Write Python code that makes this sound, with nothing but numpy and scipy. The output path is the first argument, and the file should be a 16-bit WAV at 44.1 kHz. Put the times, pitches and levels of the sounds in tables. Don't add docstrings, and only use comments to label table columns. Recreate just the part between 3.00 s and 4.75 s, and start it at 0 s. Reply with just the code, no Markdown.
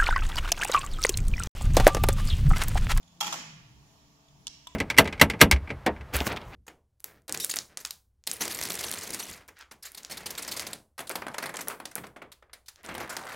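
import sys
import numpy as np
from scipy import signal
from scipy.fft import rfft, irfft, next_fast_len
from scipy.io import wavfile
from scipy.ndimage import uniform_filter1d, map_coordinates

SR = 44100
rng = np.random.default_rng(int(sys.argv[2]) if len(sys.argv) > 2 else 0)


def materialize(psi):
    bounded = np.clip(np.atleast_2d(psi).T, -1, 1)
    quanta = np.round(bounded * 32767).astype(np.int16)
    wavfile.write(sys.argv[1], SR, quanta)


def invert_db(x):
    u = np.asarray(x, float) / 20
    return 10 ** u


N = 77175

# f/Hz, correlation
CORRELATION = [(60, 0.87), (240, 0.72), (700, 0.52), (1500, -0.19), (3770, 0.0018), (15000, 0.016)]
# f/Hz, level/dB
METAL_CRACK = [(250, -39), (500, -20.5), (842, 0.5), (2100, -15), (3350, -9.5), (4200, -15.5),
               (6850, -12.5), (8500, -21), (15500, -24), (16800, -80)]
# f/Hz, level/dB
THIN_CRACK = [(290, -34), (800, -23), (2100, -17), (2700, -7), (3300, 2), (4420, -6.5), (6280, 2),
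              (9000, -13.5), (15100, -7), (16900, -49)]
# f/Hz, level/dB
SOFT_CRACK = [(500, -46), (2000, -19), (3300, 2), (4300, -12), (7500, -36), (9500, -37), (16000, -48)]
# f/Hz, level/dB
HEAVY_TAIL = [(150, -35.5), (250, -8.5), (444, -9), (816, -2), (3840, -10), (6940, -4.5), (9010, -19),
              (14700, -11.5), (16000, -71)]
# f/Hz, level/dB
LIGHT_TAIL = [(710, -33), (1900, -14.5), (2910, -10), (4280, -7.5), (5610, -2.5), (7200, -12.5),
              (9000, -17.5), (15600, -53)]


def unit(x):
    return x / np.sqrt(np.mean(x ** 2) + 1e-20)


def along(points, hz):
    f, v = np.transpose(points)
    return np.interp(np.log(hz + 1), np.log(f + 1), v)


def over_time(points):
    return np.interp(np.arange(N) / SR, *np.transpose(points))


def wobble(rate):
    knots = rng.standard_normal(int(N * rate / SR) + 4)
    return map_coordinates(knots, [np.arange(N) * rate / SR])


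def filtered(x, response):
    m = next_fast_len(N + SR // 2)
    return irfft(rfft(x, m) * response(np.fft.rfftfreq(m, 1 / SR)), m)[..., :N]


def causal(points):
    def response(f):
        c = irfft(np.log(invert_db(along(points, f)) + 1e-6))
        c[1:len(c) // 2] *= 2
        c[len(c) // 2 + 1:] = 0
        return np.exp(rfft(c))[:len(f)]
    return response


def resonance(f, hz, width):
    return 1j * f * width / (hz * hz - f * f + 1j * f * width)


def stereo_angle(hz):
    return np.arccos(np.clip(along(CORRELATION, hz), -1, 1)) / 2


def cabinet(f):
    # f/Hz, width/Hz, level/dB
    cabinet_modes = [(678, 20, 5), (950, 80, -3), (1141, 72, -3), (1850, 114, -3), (2527, 610, -5.5),
                     (3113, 450, -2), (5505, 870, -2), (6830, 114, 1)]
    return 1 + sum(invert_db(db) * resonance(f, hz, width) for hz, width, db in cabinet_modes)


def room(x):
    # f/Hz, T60/s
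    decay_times = [(150, 0.94), (700, 0.6), (2500, 0.98), (6000, 0.67), (10000, 0.5), (16000, 0.17)]
    hz, t, z = signal.stft(rng.standard_normal((2, SR)), SR, nperseg=256)
    angle = stereo_angle(hz)[:, None]
    z = z[0] * np.cos(angle) + z[1] * np.sin(angle) * np.array([1, -1])[:, None, None]
    decay = invert_db(-60 * t / along(decay_times, hz)[:, None])
    build_up = 1 - np.exp(-t / 0.014)
    tail = signal.istft(z * (decay * build_up), SR, nperseg=256)[1]
    return signal.fftconvolve(x.mean(0)[None], tail / np.linalg.norm(tail[0]), axes=1)[:, :N]


def rush(spectrum, patchy_db):
    z = signal.stft(rng.standard_normal((2, N)), nperseg=512)[2]
    field = uniform_filter1d(rng.standard_normal(z.shape[1:]), 6, 0)
    field = uniform_filter1d(field, 14, 1)
    pair = signal.istft(z * invert_db(patchy_db * unit(field)), nperseg=512)[1][:, :N]

    def mid_side(hz):
        angle = stereo_angle(hz)
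        return invert_db(along(spectrum, hz)) * np.array([np.cos(angle), np.sin(angle)])

    mid, side = filtered(pair, mid_side)
    return unit(np.array([mid + side, mid - side]))


def struck(contacts, modes, crack, tail, ring_db, crack_db, wet_db, ring_wet_db, apart, rise, push,
           push_hz=1800, gritty=1):
    t = np.arange(N) / SR
    ports = np.array([[1], [-1]])
    grit, blows = np.zeros((3, N)), np.zeros(N)
    for s, db, length in contacts:
        u = np.clip(t - s, 0, None) / max(length, 1e-4)
        envelope = (1 - np.exp(-rise * u)) * np.exp(-u)
        noise = rng.standard_normal((3, N)) * rng.exponential(1, N) ** .5
        grit += gritty * invert_db(db) * envelope * noise
        blows[round((s + length / rise) * SR)] += invert_db(db) * np.sqrt(length * SR / 2)

    difference = grit[1] * ports + .5 * grit[2] * np.array([[1], [0]])
    force = grit[0] + filtered(difference, lambda f: apart * 1j * f / (1j * f + 1500))

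    def push_response(f):
        lead_s = 7e-5
        return np.exp(1j * np.pi * f * lead_s * ports) / (1 + 1j * f / push_hz)

    def body(f):
        total = 0
        for k, (hz, db, t60) in enumerate(modes):
            width = 2.0 / max(t60, .002)
            total = total + (-1) ** k * invert_db(db) * resonance(f, hz, width) * np.sqrt(300 / width)
        return total

    clean = push * filtered(blows, push_response)
    knock = filtered(force, lambda f: 1j * f / (1j * f + 1800)) + clean
    ring = invert_db(ring_db) * filtered(knock, body)
    answer = filtered(blows, lambda f: causal(tail)(f) * cabinet(f))
    wet = room(invert_db(wet_db) * answer + invert_db(ring_wet_db) * ring)
    return ring + invert_db(crack_db) * filtered(force, causal(crack)) + wet


def hiss():
    # f/Hz, level/dB
    hiss_spectrum = [(200, 1.5), (330, -8), (520, -12), (880, -6.5), (1840, -17), (5900, -15), (7300, -15),
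                     (7900, -25), (15600, -24.5), (16000, -65)]
    # t/s, level/dB
    hiss_swell = [(.7, 2.5), (.95, 4.5), (1.2, 2.5), (1.75, 2)]
    level_db = -66 + over_time(hiss_swell) + 0.13 * wobble(4.4)
    return invert_db(level_db) * unit(filtered(rush(hiss_spectrum, patchy_db=0.9), cabinet))


def rumble():
    # f/Hz, level/dB
    rumble_spectrum = [(12, -34), (25, 4), (50, -7), (70, -13), (136, 0), (248, -16.5), (400, -20),
                       (520, -42)]
    # t/s, level/dB
    rumble_swell = [(0, -9), (.2, 1.7), (0.502, 5), (.8, 4.5), (.95, -1), (1.2, -9), (1.4, 4), (1.75, 1)]
    level_db = -65.5 + over_time(rumble_swell) + wobble(12.45)
    return invert_db(level_db) * rush(rumble_spectrum, patchy_db=2.0)


def bench_and_bearing():
    # t/s, f/Hz, level/dB, length/s
    thuds = [(.33, 224, -58.5, 0.045), (.3, 329.6, -57.5, 0.14), (.4, 246, -50.5, 0.022),
             (.78, 65.7, -56, 0.072), (.82, 150.3, -61, 0.066), (1.38, 142.2, -62, 0.12),
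             (1.42, 177, -68.5, 0.08), (1.5, 60.6, -63, 0.13), (1.7, 63.4, -58, 0.058)]
    # t/s, f/Hz, level/dB, length/s
    whistles = [(1.41, 10150, -82, .04), (1.45, 10150, -82, .025), (.9, 10150, -87, .1)]
    t = np.arange(N) / SR
    rough = invert_db(3.1 * np.array([wobble(39.4), wobble(40.0)]))
    total = np.zeros(N)
    for s, hz, db, length in [*thuds, *whistles]:
        envelope = np.exp(-.5 * ((t - s) / (length / 2)) ** 2)
        total += invert_db(db) * envelope * np.sin(2 * np.pi * hz * (t - s))
    return rough * total


def motor():
    # t/s, f/Hz
    shaft_speed = [(0, 86.7), (.3, 85.54), (.55, 75.8), (.8, 72.7), (1.75, 71.86)]
    # order, free level/dB, loaded level/dB
    orders = [(1, -72.5, -74.5), (2, -65.5, -72), (3, -78.5, -82), (4, -87, -73), (6, -88.5, -82),
              (9, -81.5, -81)]
    t = np.arange(N) / SR
    turn = 2 * np.pi * np.cumsum(over_time(shaft_speed) * (1 + 0.0036 * wobble(11.5))) / SR
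    load = 1 / (1 + np.exp((0.65 - t) / 0.013))
    hum = np.zeros(N)
    for k, free_db, loaded_db in orders:
        level_db = free_db + (loaded_db - free_db) * load + 1.9 * wobble(15.86)
        hum += invert_db(level_db) * np.sin(k * turn + rng.uniform(0, 2 * np.pi))
    return np.sqrt(2) * hum


def flywheel():
    # t/s, f/Hz, level/dB
    growl_path = [(.18, 174.4, -72), (.27, 180.4, -54), (.34, 175.5, -58), (.45, 171, -57.5),
                  (0.554, 154.3, -53.5), (.63, 144.3, -65), (0.698, 117, -56), (0.781, 103.8, -65),
                  (.92, 96, -79)]
    t = np.arange(N) / SR
    s, hz, db = np.transpose(growl_path)
    spin = 2 * np.pi * np.cumsum(np.interp(t, s, hz) * (1 + 0.0907 * wobble(35.53))) / SR
    level_db = np.interp(t, s, db, left=-120, right=-120) + 1.2 * wobble(29.64)
    tone = np.sin(spin) + 0.72 * wobble(59.8) * np.cos(spin) + 0.46 * wobble(44.6) * np.sin(1.4 * spin)
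    return np.sqrt(2) * invert_db(level_db) * tone


def plate():
    plate_mode = (.211, .312, 836, -35.5, .6)
    start, stop, hz, db, t60 = plate_mode
    t = np.arange(N) / SR
    u = np.clip(t - start, 0, None)
    held = (1 - np.exp(-u / .006)) * np.exp(-np.clip(t - stop, 0, None) / .008)
    return invert_db(db - 60 * u / t60) * held * np.sin(2 * np.pi * hz * u + .25 * wobble(40))


def cam_ticks():
    # t/s, peak level/dB, scrape length/s
    tick_contacts = [
        (0.0283, -45, 0.0042),
        (0.0762, -50, 0.0066),
        (0.1231, -55, 0.0049),
        (0.1715, -50, 0.0025),
        (1.2825, -51, 0.004),
    ]
    # f/Hz, level/dB, T60/s
    gear_modes = [(3410, -7.5, 0.0079), (5150, -14, .01), (6770, -7, 0.024), (10150, -20, .008)]
    return struck(tick_contacts, gear_modes, SOFT_CRACK, LIGHT_TAIL, ring_db=9, crack_db=-2.5,
                  wet_db=-11, ring_wet_db=1, apart=0.88, rise=14.0, push=0.53)


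def spring_snap():
    # t/s, peak level/dB, scrape length/s
    snap_contact = [(1.6716, -33.5, 0.00094)]
    # f/Hz, level/dB, T60/s
    spring_modes = [(5700, -13, 0.01), (7500, 0, 0.012), (8430, -4, 0.0072), (11600, -16, 0.0038),
                    (14600, -9, 0.01)]
    return struck(snap_contact, spring_modes, THIN_CRACK, LIGHT_TAIL, ring_db=14.5, crack_db=2,
                  wet_db=-9, ring_wet_db=-14, apart=1.0, rise=11, push=0.64, push_hz=9000, gritty=0.79)


def key_up():
    # t/s, peak level/dB, scrape length/s
    up_contacts = [
        (1.6704, -28, 0.00053),
        (1.6735, -31, 0.00045),
        (1.6765, -35.5, 0.00043),
    ]
    # f/Hz, level/dB, T60/s
    up_modes = [(996, 8.5, 0.024), (1010, 1, .13), (1060, -0.5, 0.073), (3010, 3.5, .012), (3424, 9, 0.019),
                (3800, 3.5, 0.041)]
    # f/Hz, level/dB
    up_tail = [(410, -60), (1000, -7), (1350, -15), (3300, -13), (4500, -49), (7000, -9), (9000, -29),
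               (15600, -45)]
    return struck(up_contacts, up_modes, SOFT_CRACK, up_tail, ring_db=7.0, crack_db=13,
                  wet_db=3.5, ring_wet_db=-11, apart=1.0, rise=9.9, push=0.65, push_hz=4000, gritty=0.52)


def key_down():
    # t/s, peak level/dB, scrape length/s
    down_contacts = [
        (1.4693, -24.5, 0.00083),
        (1.4711, -29, 0.00076),
        (1.4765, -40, .001),
        (1.479, -34, 0.0015),
    ]
    # f/Hz, level/dB, T60/s
    down_modes = [(954, -2, 0.057), (1360, -10, 0.031), (1670, -14, 0.032), (2610, -3, 0.0047),
                  (3020, 8, 0.0098), (3540, 6, .016), (4060, -2, 0.023), (4600, 5.5, 0.016),
                  (5960, 9, 0.02), (6330, 9.5, 0.021), (7360, -11, 0.0079), (9300, -7, 0.0079),
                  (10600, -19, .008)]
    # f/Hz, level/dB
    down_crack = [(800, -23), (2100, -21), (2600, -7.5), (3300, 0), (4420, -5), (6280, 2.5), (9000, -11.5),
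                  (11000, -12), (16500, -37)]
    return struck(down_contacts, down_modes, down_crack, LIGHT_TAIL, ring_db=1.0, crack_db=10,
                  wet_db=0.5, ring_wet_db=-24, apart=0.85, rise=11.5, push=1.32, push_hz=7000, gritty=0.71)


def levers():
    # t/s, peak level/dB, scrape length/s
    lever_contacts = [(.2045, -24, .004), (.2072, -46, 0.0013), (.2128, -22.5, 0.0012),
                      (.2168, -27.5, 0.0013), (.2695, -31.5, 0.0021)]
    # f/Hz, level/dB, T60/s
    lever_modes = [(5510, 0.5, 0.024), (6870, 4.5, .015), (7100, -1, .012), (10100, -2.5, 0.0045),
                   (11800, -4.5, 0.0053)]
    return struck(lever_contacts, lever_modes, THIN_CRACK, LIGHT_TAIL, ring_db=7, crack_db=2.7,
                  wet_db=-7, ring_wet_db=-22, apart=0.57, rise=4, push=0.55)


def latch():
    # t/s, peak level/dB, scrape length/s
    latch_contacts = [(.3238, -32, 0.0018), (.3262, -20.5, .002), (.3298, -27, 0.0022),
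                      (.3332, -25.5, 0.00205), (.340, -26, .002), (.3435, -29.5, .002), (.349, -37, .003),
                      (.355, -38.5, .003)]
    # f/Hz, level/dB, T60/s
    latch_modes = [(675, -1.5, 0.031), (800, -4, .03), (963, -4.5, 0.06), (1174, -11, 0.041),
                   (1333, 0.5, 0.07), (3220, -5.5, 0.036), (3350, -1.5, 0.016), (3440, -6, 0.022),
                   (5100, -8, 0.056), (6470, -1, 0.03), (7500, -2, 0.027)]
    return struck(latch_contacts, latch_modes, METAL_CRACK, HEAVY_TAIL, ring_db=4.5, crack_db=10.5,
                  wet_db=0.07, ring_wet_db=-29, apart=1.24, rise=5.2, push=1.25, push_hz=2500, gritty=1.0)


def slam():
    # t/s, peak level/dB, scrape length/s
    slam_contacts = [(.2088, -17.5, .0022), (.2112, -24, .002), (.2165, -23, .0024), (.2255, -28.5, .004),
                     (.2315, -28.5, .003), (.242, -31, .0072), (.262, -39, 0.0067), (.2665, -28, 0.00515),
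                     (.277, -30, 0.0042)]
    # f/Hz, level/dB, T60/s
    chassis_modes = [(712, -9.5, 0.026), (942, -5, 0.058), (1074, -21, 0.57), (1344, -3, 0.075),
                     (2290, -11.5, .08), (2761, -2.5, 0.067), (3220, 1.5, 0.015), (3360, 4.1, 0.037),
                     (5230, -15, 0.026), (7140, -12, 0.02), (9600, -14, 0.0066), (11940, -12, 0.029)]
    return struck(slam_contacts, chassis_modes, METAL_CRACK, HEAVY_TAIL, ring_db=4, crack_db=11.0,
                  wet_db=2.0, ring_wet_db=-25, apart=1.5, rise=5.17, push=1.25, push_hz=2550, gritty=0.96)


def scene():
    mechanism = slam() + latch() + levers()
    controls = spring_snap() + cam_ticks() + key_down() + key_up()
    floor = hiss() + rumble()
    running = plate() + motor() + flywheel() + bench_and_bearing()
    return mechanism + controls + floor + running


def low_pass(x):
    return signal.sosfilt(signal.butter(12, 16690, fs=SR, output="sos"), x)


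def record(dry):
    # f/Hz, left-right level/dB
    port_balance = [(110, -0.5), (200, 2.5), (700, 1.5), (1290, 1.5), (2380, -3), (4400, -8.5), (8120, 5),
                    (15000, -2.5)]

    def microphone(f):
        colors = [causal([(hz, sign * db / 2) for hz, db in port_balance])(f) for sign in (1, -1)]
        low_cut = 1j * f / (1j * f + 45)
        high_cut = 1 / (1 + (f / 16450) ** 90)
        return np.array(colors) * low_cut * high_cut

    return low_pass(filtered(dry, microphone))


dry = scene()
out = record(dry)
materialize(out)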